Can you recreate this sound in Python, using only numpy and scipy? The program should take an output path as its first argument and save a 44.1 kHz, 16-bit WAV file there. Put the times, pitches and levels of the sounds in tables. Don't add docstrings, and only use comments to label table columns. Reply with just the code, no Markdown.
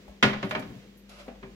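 import sys
import numpy as np
from scipy import signal
from scipy.fft import rfft, irfft, next_fast_len
from scipy.io import wavfile
from scipy.ndimage import map_coordinates

SR = 44100
rng = np.random.default_rng(int(sys.argv[2]) if len(sys.argv) > 2 else 0)


def bounce(signal):
    frames = np.transpose(np.atleast_2d(signal))
    limited = np.clip(frames, -1, 1)
    pcm = np.round(limited * 32767).astype(np.int16)
    wavfile.write(sys.argv[1], SR, pcm)


N = 68355


def amp(db):
    return 10 ** (np.asarray(db) / 20)


def unit(x):
    return x / np.sqrt(np.mean(x ** 2) + 1e-20)


def along(points, hz):
    point_hz, values = np.transpose(points)
    return np.interp(np.log(hz + 1), np.log(point_hz + 1), values)


def clock():
    return np.arange(N) / SR


def wobble(knots_per_s):
    knots = rng.standard_normal(int(N * knots_per_s / SR) + 4)
    return map_coordinates(knots, [clock() * knots_per_s])


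def filtered(x, response):
    size = next_fast_len(N + SR // 2)
    hz = np.fft.rfftfreq(size, 1 / SR)
    return irfft(rfft(x, size) * response(hz), size)[..., :N]


def noise(spectrum, tilt_db_per_octave=0):
    # frequency in Hz, left-right correlation.
    correlation = [(50, 1), (300, 0.98), (700, 0.27), (2000, 0.23), (5000, 0.18), (12000, 0.1)]

    def response(hz):
        angle = np.arccos(np.clip(along(correlation, hz), -1, 1)) / 2
        level_db = along(spectrum, hz) + tilt_db_per_octave * np.log2(hz + 1)
        return amp(level_db) * [np.cos(angle), np.sin(angle)]
    mid, side = filtered(rng.standard_normal((2, N)), response)
    return unit(np.array([mid + side, mid - side]))


def rise(attack_s):
    return 1 - np.exp(-clock() / attack_s)


def fade(t60_s, attack_s):
    return np.exp(-np.log(1000) * clock() / t60_s) * rise(attack_s)


def damped(x, decay):
    hz, t, bands = signal.stft(x, SR, nperseg=256)
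    envelopes = np.exp(-np.log(1000) * t / along(decay, hz)[:, None])
    return signal.istft(bands * envelopes, SR)[1][:, :N]


def at(start_s, x):
    return np.pad(np.broadcast_to(x, (2, N)), ((0, 0), (round(start_s * SR), 0)))[:, :N]


def ring(modes, attack_s, scatter_db):
    offset_db = scatter_db * rng.standard_normal(len(modes))
    out = np.zeros(N)
    for k, (hz, db, t60_s) in enumerate(modes):
        envelope = amp(db + offset_db[k]) * fade(t60_s, attack_s)
        out += (-1) ** k * envelope * np.sin(2 * np.pi * hz * clock())
    return out


def pump():
    # frequency in Hz, rms level in dB.
    partials = [(50, -62), (200, -58.5)]
    out = np.zeros(N)
    for hz, db in partials:
        envelope = np.sqrt(2) * amp(db + 2.4 * wobble(knots_per_s=2))
        out += envelope * np.sin(2 * np.pi * (hz * clock() + rng.random()))
    return out


def hush():
    # frequency in Hz, density in dB.
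    spectrum = [(25, -28), (60, -11.5), (100, -11), (190, -3), (300, -8), (480, -7), (800, -20),
                (1300, -21.5), (2000, -18.5), (3200, -20.5), (6700, -28), (9000, -38.5), (15500, -36)]
    # time in seconds, level offset in dB.
    drift = [(0, 3.5), (.2, 0.5), (.8, 4), (1.0, -1.5), (1.55, 1.5)]
    level_db = -57 + np.interp(clock(), *np.transpose(drift))
    return amp(level_db) * noise(spectrum)


def brushes():
    # start in seconds, level in dB.
    contacts = [(.079, -47.5), (1.262, -50.5)]
    # frequency in Hz, density in dB.
    spectrum = [(200, -14.5), (650, 6), (1300, -14), (4000, -27.5), (15000, -29.5)]
    return sum(at(start_s, amp(db) * noise(spectrum) * fade(t60_s=0.18, attack_s=0.00067))
               for start_s, db in contacts)


def rumbles():
    # centre in seconds, level in dB.
    bursts = [(.1, -45.5), (.253, -42), (.34, -48), (0.706, -48)]
    pitch_hz, width_s = 58.6, 0.016
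    t = clock()
    out = np.zeros(N)
    for centre_s, db in bursts:
        envelope = amp(db) * np.exp(-0.5 * ((t - centre_s) / width_s) ** 2)
        out += envelope * np.sin(2 * np.pi * (pitch_hz * t + rng.random()))
    return out


def knocks():
    # start in seconds, tank level in dB, clack level in dB, tilt in dB/octave, attack in seconds.
    blows = [(0.2261, -15.5, -14, 1.5, 0.0017), (.2345, -27, -21.5, -4, 0.0017),
             (.293, -38, -34.5, 0.5, 0.0018), (0.3312, -35.5, -32, -1.5, 0.00089),
             (0.4281, -26, -32, -0.5, 0.0005), (0.5093, -44.5, -30.5, -1, 0.00047),
             (0.5498, -31, -28, -2.6, 0.00096), (.622, -40.5, -43, 1, .003),
             (1.4265, -39.5, -42.5, -3.2, 0.0057)]
    # frequency in Hz, level in dB, T60 in seconds.
    tank_modes = [(135, -11, .35), (161, -15, .25), (193, -9, .15), (209, -3, .3), (257, -14, .3),
                  (288, -7, .21), (388, -1, .19), (524, -9, .2), (576, -14, .16), (660, -15, .13),
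                  (763, -12, .18), (945, -9, .11)]
    tube_modes = [(1037, -11, .12), (1112, -8, .13), (1239, -10, .16), (1440, -10, .15), (1706, -12, .16),
                  (1941, -10, .17), (2210, -14, .12), (2349, -11, .17), (2719, -14, .16), (3112, -16, .16),
                  (3233, -18, .15), (3844, -24, .14), (4010, -23, .13), (4830, -28, .13)]
    # frequency in Hz, density in dB.
    spectrum = [(100, -29.5), (300, -10.5), (600, -1.5), (1100, 0), (2000, 0.5), (3100, -4.5),
                (4500, -13.5), (6800, -26.5), (8500, -38.5), (12000, -47), (15500, -64)]
    # frequency in Hz, T60 in seconds.
    clatter_decay = [(150, 0.51), (1000, .17), (3000, 0.18), (6000, 0.21), (12000, 0.21)]
    clatter_db, crack_db, tube_db = -1.5, 3.5, -2
    out = np.zeros((2, N))
    for start_s, tank_db, clack_db, tilt, attack_s in blows:
        clatter = amp(clatter_db) * damped(noise(spectrum, tilt), clatter_decay) * rise(attack_s)
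        crack = amp(crack_db) * noise(spectrum, tilt + 1.8) * fade(t60_s=0.052, attack_s=attack_s)
        tube = amp(tube_db) * ring(tube_modes, attack_s, scatter_db=2)
        tank = ring(tank_modes, attack_s=0.0074, scatter_db=3)
        out += at(start_s, amp(clack_db) * (clatter + crack + tube) + amp(tank_db) * tank)
    return out


def sand_ticks():
    # start in seconds, level in dB.
    grains = [(0.2305, -40.5), (0.494, -49), (.5095, -46), (0.5945, -46), (1.093, -51.5)]
    # frequency in Hz, density in dB.
    spectrum = [(1000, -10), (4000, 4), (6500, 1), (9000, -6.5), (12000, 0.5), (15500, -28)]
    pan_db = 0.5
    clicks = sum(at(start_s, amp(db) * noise(spectrum) * fade(t60_s=0.066, attack_s=0.00029))
                 for start_s, db in grains)
    return clicks * amp([[pan_db / 2], [-pan_db / 2]])


def bumps():
    # start in seconds, level in dB.
    thuds = [(.245, -25.5), (.44, -31), (0.521, -36), (.568, -34), (.655, -42), (.697, -37.5),
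             (0.739, -43.5), (1.442, -52), (1.48, -50)]
    # frequency in Hz, density in dB.
    spectrum = [(25, -35), (50, -38), (80, -3), (130, 4), (210, 6), (400, -10), (800, -20.5), (2500, -43)]
    return sum(at(start_s, amp(db) * noise(spectrum) * fade(t60_s=0.28, attack_s=0.0034))
               for start_s, db in thuds)


def bubbles():
    # start in seconds, pitch in Hz, level in dB, T60 in seconds.
    plops = [(.523, 613, -28, 0.14), (1.2, 577, -47, 0.19)]
    rise_per_s = 0.15
    t = clock()
    out = np.zeros((2, N))
    for start_s, hz, db, t60_s in plops:
        chirp = np.sin(2 * np.pi * hz * t * (1 + rise_per_s * t / 2))
        out += at(start_s, amp(db) * fade(t60_s, attack_s=0.00178) * chirp)
    return out


def fizz():
    # frequency in Hz, density in dB.
    spectrum = [(3000, -16), (9000, 0), (12500, 10.5), (14000, 8), (15800, -19)]
    start_s, level_db = 0.97, -58.5
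    return at(start_s, amp(level_db) * noise(spectrum) * fade(t60_s=0.16, attack_s=0.0035))


def swish():
    # time in seconds, level in dB.
    swell = [(1.07, -86), (1.099, -52), (1.15, -53), (1.175, -53.5), (1.205, -49), (1.24, -57), (1.33, -73),
             (1.55, -77)]
    # frequency in Hz, density in dB.
    spectrum = [(150, -44), (600, 7.5), (900, -2.5), (1330, 4.5), (1750, -6), (2200, 0.5), (4400, -5.5),
                (5400, -6), (6400, -13.5), (7600, -13), (8600, -23), (11200, -14), (15500, -46)]
    grain_db = 1
    level_db = np.interp(clock(), *np.transpose(swell), left=-120)
    rustle = noise(spectrum) * amp(grain_db * wobble(knots_per_s=300))
    return amp(level_db) * unit(rustle)


def rock_taps():
    # start in seconds, level in dB.
    taps = [(1.2795, -36.5), (1.352, -51)]
    # frequency in Hz, density in dB.
    spectrum = [(100, -22.5), (250, 2), (450, -3), (720, -0.5), (950, -9), (2800, -16.5), (4500, -30),
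                (15000, -56.5)]
    # frequency in Hz, level in dB, T60 in seconds.
    modes = [(238, -2, 0.24), (406, -6.5, 0.11), (540, -0.5, 0.073), (665, -3.5, 0.13), (783, -8.5, 0.18),
             (2220, -21, 0.088), (2960, -17, .05)]
    puff_db = -3.5
    out = np.zeros((2, N))
    for start_s, db in taps:
        puff = amp(puff_db) * noise(spectrum) * fade(t60_s=0.19, attack_s=0.00039)
        hollow = ring(modes, attack_s=0.0011, scatter_db=1)
        out += at(start_s, amp(db) * (puff + hollow))
    return out


def room(x):
    # frequency in Hz, density in dB.
    short_colour = [(100, -12.5), (220, -10.5), (400, 1), (900, 2), (2800, 0.5), (7000, -1), (15000, 2.5)]
    long_colour = [(100, 0), (220, 4.5), (400, -3.5), (900, 1.5), (2000, -3), (4500, 2.5), (8000, -0.5),
                   (15000, 3.5)]
    # frequency in Hz, T60 in seconds.
    short_decay = [(100, 0.71), (250, 0.45), (800, 0.41), (2500, 0.29), (6000, 0.2), (13000, 0.4)]
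    long_decay = [(100, 0.98), (250, 1), (800, 0.8), (2500, 1.), (6000, 1.), (13000, 0.56)]

    def echoes(colour, decay, gain_db):
        tail = damped(noise(colour), decay) * rise(attack_s=0.0038)
        tail /= np.linalg.norm(tail[0])
        return amp(gain_db) * signal.fftconvolve(x, tail, axes=1)[:, :N]
    return echoes(short_colour, short_decay, gain_db=-8.5) + echoes(long_colour, long_decay, gain_db=-17.5)


def scene():
    # frequency in Hz, left minus right in dB.
    balance = [(60, 3), (380, 3), (700, 1.5), (1300, 0), (2400, -4), (4400, -1), (8000, 5), (15000, -0.5)]
    left_lead_s = 0.00015
    half = np.array([[0.5], [-0.5]])

    def placement(hz):
        return amp(half * along(balance, hz)) * np.exp(2j * np.pi * hz * half * left_lead_s)
    tank = knocks() + bumps() + rock_taps() + brushes() + bubbles() + sand_ticks() + fizz() + swish()
    mix = tank + room(tank) + pump() + hush() + rumbles()
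    return filtered(mix, placement)


def record(dry):
    ceiling, cutoff_hz = 0.85, 15850
    rounded = dry / (1 + (dry / ceiling) ** 8) ** (1 / 8)
    return filtered(rounded, lambda hz: hz < cutoff_hz)


dry = scene()
out = record(dry)
bounce(out)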